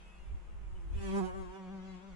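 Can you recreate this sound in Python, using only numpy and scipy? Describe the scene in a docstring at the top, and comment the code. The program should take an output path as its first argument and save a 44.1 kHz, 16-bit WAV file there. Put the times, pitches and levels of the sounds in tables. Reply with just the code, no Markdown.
"""In a garden, a bumblebee comes in over the leaves, brushes past the two microphone ports and
hovers at a flower. Each wingbeat gives a round hum, nasal overtones, a buzzing edge and a puff of
rasping air; edge and rasp also bounce off the nearest leaves. Behind it: soft hiss, light wind
rumbling on the ports, other bees humming and a bird whistling far off."""
import sys
import numpy as np
from scipy import signal
from scipy.fft import rfft, irfft
from scipy.io import wavfile

SR = 44100
rng = np.random.default_rng(int(sys.argv[2]) if len(sys.argv) > 2 else 0)


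def output_pcm(signal):
    """Save a mono or channel-first signal as 16-bit PCM at the path in sys.argv[1].

    Samples are clipped to [-1, 1] before scaling.
    """
    pcm = np.clip(np.atleast_2d(signal).T, -1, 1) * 32767
    wavfile.write(sys.argv[1], SR, np.round(pcm).astype(np.int16))


N = 94815

# wingbeat rate, dropping quickly as the bee passes the ports (time [s], rate [Hz])
WING_RATE = [(.6, 159.2), (.668, 164.6), (.76, 185.8), (.814, 171), (.9, 163.3), (.93, 166.7),
             (.958, 198.5), (1.05, 196.1), (1.1, 188.6), (1.152, 198.3), (1.195, 198.7), (1.216, 183),
             (1.26, 185.4), (1.324, 180.7), (1.354, 193), (1.402, 191.1), (1.472, 177.8), (1.566, 195.5),
             (1.682, 181.5), (1.722, 197.3), (1.804, 185.1), (1.876, 191.7), (1.994, 179), (2.032, 193.2),
             (2.088, 197.3), (2.13, 178)]
# layer faders as the bee nears and turns
# (time [s], fundamental [dB], octave [dB], overtones [dB], edge and rasp [dB])
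BEE_FADERS = [(0, -71.5, -82.5, -72.5, -74.5), (.6, -75, -75.5, -76.5, -85), (.76, -67, -65.5, -69, -80.5),
              (.9, -60.5, -62, -79, -81), (.96, -56.5, -56.5, -59.5, -69), (1.05, -42.5, -43, -52.5, -57.5),
              (1.11, -36.5, -42.5, -48, -60), (1.155, -32, -35, -40.5, -56),
              (1.19, -33.5, -35.5, -38.5, -54), (1.22, -33, -37.5, -44, -62.5),
              (1.26, -39.5, -40, -43, -60.5), (1.32, -54.5, -50, -48, -70), (1.38, -43, -43.5, -48, -68),
              (1.49, -55.5, -53, -55, -71.5), (1.56, -57.5, -48.5, -50.5, -65.5),
              (1.61, -48.5, -57, -57.5, -70.5), (1.73, -44, -54, -52.5, -67.5),
              (1.82, -46.5, -57.5, -60.5, -68), (1.88, -48, -58, -57.5, -63.5),
              (1.96, -47.5, -57.5, -60.5, -65), (2.01, -57.5, -62, -58, -70), (2.09, -49, -60, -58.5, -69),
              (2.15, -53, -68, -74, -69.5)]
# tone colour of edge and rasp (frequency [Hz], relative level [dB])
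RASP_EQ = [(250, -21), (600, 1.5), (1200, 11.5), (2400, 9.5), (3300, 7), (4200, 2), (6000, 0), (7500, 1.5),
           (8200, -7.5), (10200, -5.5), (11500, -23), (14000, -25), (15000, -42)]
JITTER_PER_S = 59  # pace of the wingbeat's unevenness, in pitch and in level


def undb(db):
    """Decibels to gain."""
    return 10 ** (np.asarray(db) / 20)


def curve(table, axis=1):
    """A column of a time table, one value per sample."""
    rows = np.array(table, float)
    return np.interp(np.arange(N) / SR, rows[:, 0], rows[:, axis])


def colour(table, hz):
    """The dB of a spectrum at given frequencies."""
    rows = np.array(table, float)
    return np.interp(np.log(np.maximum(hz, 1)), np.log(rows[:, 0]), rows[:, 1])


def shaped(x, table):
    """Filter by a spectrum, keeping the power of white noise."""
    gain = undb(colour(table, np.fft.rfftfreq(N, 1 / SR)))
    return irfft(rfft(x) * gain / np.sqrt(np.mean(gain ** 2)), N)


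def white():
    """Unrelated noise at the two ports."""
    return rng.standard_normal((2, N))


def walk(per_s):
    """Smooth random modulation with a spread of 1."""
    hz = np.fft.rfftfreq(N, 1 / SR)
    y = irfft(rfft(rng.standard_normal(N)) * np.exp(-(2 * hz / per_s) ** 2), N)
    return (y - y.mean()) / y.std()


def pan(db):
    """Left and right gains for a level difference, at constant power."""
    gains = undb(np.array([db, -db]) / 2)
    return gains / np.sqrt(np.mean(gains ** 2, axis=0))


def garden(level_db=-66, shared=0.15):
    """A wide bed of soft hiss, a little of it common to both ports."""
    # colour of the hiss (frequency [Hz], relative level [dB])
    hiss_eq = [(100, 0.5), (250, -1), (500, -5.5), (900, -4.5), (1400, -4.5), (2000, -7), (2800, -9.5),
               (4200, -23), (6000, -23), (7500, -22), (8200, -25.5), (10000, -25), (11500, -38.5),
               (14000, -39.5), (15000, -49)]
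    air = np.sqrt(shared) * rng.standard_normal(N) + np.sqrt(1 - shared) * white()
    return shaped(air, hiss_eq) * undb(level_db)


def wind(buffet_db=-45, strong_gust_db=-40, buffet_growth=3.3):
    """Wind rumbles on each port; the stronger gusts buffet higher up."""
    # gusts on the ports (time [s], level [dB])
    gusts = [(0, -52), (.18, -52), (.25, -44), (.35, -39), (.43, -51.5), (.54, -43), (.66, -42.5),
             (.73, -40.5), (.82, -45), (.96, -37), (1.05, -42), (1.2, -48), (1.29, -43), (1.45, -43.5),
             (1.53, -54), (1.6, -66), (1.75, -52.5), (1.9, -57), (2.05, -61), (2.15, -51.5)]
    # colours of rumble and buffeting (frequency [Hz], relative level [dB])
    rumble_eq = [(15, 0.5), (30, -7), (48, 11), (65, -7.5), (88, -22.5), (120, -42.5), (250, -42.5),
                 (600, -79.5)]
    buffet_eq = [(30, -9.5), (60, 5), (80, 11), (115, -5.5), (200, -14.5), (400, -29.5), (1000, -89)]
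    gust_db = curve(gusts)
    rumble = shaped(white(), rumble_eq) * undb(gust_db)
    buffet = shaped(white(), buffet_eq) * undb(buffet_db + buffet_growth * (gust_db - strong_gust_db))
    return rumble + buffet


def far_bees(wander=.04, db_per_octave=-3.5):
    """Faint wandering hums from wings elsewhere in the bush."""
    # one row a bee (wingbeat [Hz], fundamental level [dB])
    bees = [(199.3, -69), (180.6, -68.5)]
    out = 0
    for hz, db in bees:
        stroke = 2 * np.pi * np.cumsum(hz * (1 + wander * walk(per_s=13.16))) / SR
        for k in range(1, 8):
            gain = undb(db + db_per_octave * np.log2(k) + 2.2 * walk(per_s=36))
            out += gain * np.cos(k * stroke + rng.uniform(0, np.pi, (2, 1)))
    return out


def bird(waver=0.012):
    """Thin falling whistles, far away."""
    # notes (start [s], length [s], start pitch [Hz], end pitch [Hz], level [dB])
    whistles = [(.01, 0.21, 2570, 2550, -67.5), (0.155, 0.13, 2800, 2706, -71),
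                (0.248, 0.092, 2460, 2270, -74), (0.485, 0.085, 2840, 2670, -79),
                (.59, 0.11, 2470, 2390, -75), (0.746, 0.04, 3120, 3050, -70)]
    t, out = np.arange(N) / SR, 0
    for start, length, from_hz, to_hz, db in whistles:
        progress = np.clip((t - start) / length, 0, 1)
        hz = (from_hz + (to_hz - from_hz) * progress) * (1 + waver * walk(per_s=77))
        swell = undb(db) * np.sqrt(2) * np.sin(np.pi * progress)
        out += swell * np.sin(2 * np.pi * np.cumsum(hz) / SR + rng.uniform(0, np.pi, (2, 1)))
    return out


def wing_tone(stroke, lobe_db=4.5, lobe_octaves=0.12, flicker_db=2.5, drift_rad=0.67, shimmer_db=0.64):
    """The wings' round hum and nasal overtones; the overtones flicker as the body sways."""
    # angle between the ports as seen from the bee (time [s], angle [rad])
    port_angle = [(0, 0.85), (.85, 1.27), (1.0, 2.15), (1.2, 1.5), (1.3, 2.53), (1.48, 1.7), (1.65, 0.722),
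                  (1.85, 0.67), (2.15, 0.78)]
    # which port the wings face, left minus right
    # (time [s], fundamental [dB], octave [dB], overtones [dB])
    facing = [(.9, 6, 1, 6), (1.1, 3.5, 3, -6.5), (1.18, 1, -7.5, 0), (1.25, -7, -16, -13),
              (1.29, -5, 0, 1), (1.33, 11, 9, 0), (1.4, -2, 8, 7.5), (1.48, 4, -0.5, 5),
              (1.54, 4, -10, -2.5), (1.6, -3.5, -4, 0.5), (1.72, 1.5, 10, 6.5), (1.85, 2, 3, 5.5),
              (1.96, 6, 6, 30), (2.08, 8, -1, 5)]
    # nasal colour of the overtones (frequency [Hz], gain [dB])
    overtone_eq = [(570, -7), (770, -9), (960, -8), (1180, -11.5), (1370, -18), (1480, -19.5), (1600, -15),
                   (1900, -30.5), (2200, -20.5), (2500, -31.5), (3000, -42)]
    # a peak in the overtones that shifts as the bee turns (time [s], centre [Hz])
    lobe_centre = [(.95, 990), (1.08, 900), (1.18, 1010), (1.26, 740), (1.31, 1120), (1.38, 1137),
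                   (1.5, 967.6), (1.6, 1003), (1.7, 746), (1.86, 761), (2.05, 902)]
    # the wings radiate in lobes, so the ports get different waves
    angle = curve(port_angle) * np.array([[-.5], [.5]])
    hum = undb(curve(BEE_FADERS, axis=1)) * pan(curve(facing, axis=1)) * np.cos(stroke + angle)
    hum += undb(curve(BEE_FADERS, axis=2)) * pan(curve(facing, axis=2)) * np.sin(2 * stroke - angle)
    hz, overtones = curve(WING_RATE), 0
    for k in range(3, 16):
        lobe = lobe_db * np.exp(-(np.log2(k * hz / curve(lobe_centre)) / lobe_octaves) ** 2)
        flicker = flicker_db * np.array([walk(per_s=26) for port in "LR"])
        drift = drift_rad * np.array([walk(per_s=42.4) for port in "LR"])
        gain = undb(colour(overtone_eq, k * hz) + lobe + flicker)
        overtones += gain * np.cos(k * stroke + angle + drift + rng.uniform(0, 2 * np.pi))
    overtones *= undb(curve(BEE_FADERS, axis=3)) * pan(curve(facing, axis=3))
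    return np.sqrt(2) * (hum + overtones) * undb(shimmer_db * walk(JITTER_PER_S))


def wing_edge(stroke, trim_db=1, changes_per_s=28, uneven_db=5):
    """The sharp part of each stroke repeats from beat to beat: a buzz of harmonics trading strength."""
    position = np.arange(N) / SR * changes_per_s
    buzz, fundamental, harmonic = np.zeros((2, N)), np.exp(1j * stroke), 1
    for _ in range(79):
        harmonic = harmonic * fundamental  # next harmonic up
        strengths = undb(uneven_db * np.clip(rng.standard_normal(256), -2, 1.7))
        for port in range(2):
            phasors = strengths * np.exp(2j * np.pi * rng.random(len(strengths)))
            morph = np.interp(position + rng.random(), np.arange(len(phasors)), phasors)
            buzz[port] += (harmonic * morph).real
    return shaped(buzz / buzz.std(), RASP_EQ) * undb(curve(BEE_FADERS, axis=4) + trim_db)


def wing_rasp(stroke, trim_db=-5, sharpness=2.9):
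    """A puff of air on each downstroke and another on the way back."""
    gate = np.exp(sharpness * np.cos(stroke)) + np.exp(-sharpness * np.cos(stroke))
    puffs = white() * gate / np.sqrt(np.mean(gate ** 2))
    return shaped(puffs, RASP_EQ) * undb(curve(BEE_FADERS, axis=4) + trim_db)


def among_leaves(x, echo_gain=0.74, delay_ms=1.5, sway_ms=0.21):
    """The treble changes as the bee turns, and a leaf echo with a moving delay combs it."""
    # treble rides (time [s], presence band [dB], top band [dB])
    brightness = [(0, 9.5, 7), (.9, 2, 11.5), (.97, 8, 10), (1.06, 0.5, 8), (1.115, 8, 6),
                  (1.18, -3.5, 7.5), (1.26, -0.5, 5.5), (1.4, 4.5, 8.5), (1.6, 3, -4.5), (1.8, -1.5, -26),
                  (2.15, -1, -38)]
    direct = x
    for column, band_hz in ((1, [2200, 3600]), (2, [7800, 20000])):
        band = signal.sosfiltfilt(signal.butter(2, band_hz, "bandpass", fs=SR, output="sos"), x)
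        direct = direct + band * (undb(curve(brightness, axis=column)) - 1)
    n, echo = np.arange(N), np.zeros((2, N))
    for port in range(2):
        lag = (delay_ms + sway_ms * walk(per_s=3.2)) * SR / 1000
        echo[port] = np.interp(n - lag, n, direct[port])
    return (direct + echo_gain * echo) / np.hypot(1, echo_gain)


def swirls(stroke):
    """Air swirls off the wings at close range: short rough flares, chopped by the wingbeat."""
    # flares (peak time [s], half-width [s], centre [Hz], level [dB])
    flares = [(1.114, 0.0094, 2420, -57.5), (1.21, 0.0078, 1030, -51)]
    t, out = np.arange(N) / SR, 0
    for at, width, hz, db in flares:
        band = [(hz / 4, -60), (hz / 2, -18), (hz, 0), (hz * 2, -18), (hz * 4, -60)]
        chopped = white() * (1 + np.cos(stroke) / 2)
        out += shaped(chopped, band) * undb(db) * np.exp(-((t - at) / width) ** 2)
    return out


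def bumblebee(jitter=0.0036):
    """One slightly uneven wingbeat drives tone, edge, rasp and swirls."""
    hz = curve(WING_RATE) * (1 + jitter * walk(JITTER_PER_S))
    stroke = 2 * np.pi * np.cumsum(hz) / SR
    return wing_tone(stroke) + among_leaves(wing_edge(stroke) + wing_rasp(stroke)) + swirls(stroke)


def scene():
    """The bee up close, the garden behind it."""
    return bumblebee() + far_bees() + bird() + garden() + wind()


def record(dry, top_hz=14900):
    """The ports colour the treble differently; the top is cut."""
    # port balance, the left brighter at the very top (frequency [Hz], left minus right [dB])
    port_balance = [(100, 0), (3000, 0), (5000, -2), (7000, -2), (8500, 4.5), (10000, 6.5), (14000, 7)]
    heard = irfft(rfft(dry) * pan(colour(port_balance, np.fft.rfftfreq(N, 1 / SR))), N)
    return signal.sosfilt(signal.ellip(8, .2, 70, top_hz, fs=SR, output="sos"), heard)


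dry = scene()
out = record(dry)
output_pcm(out)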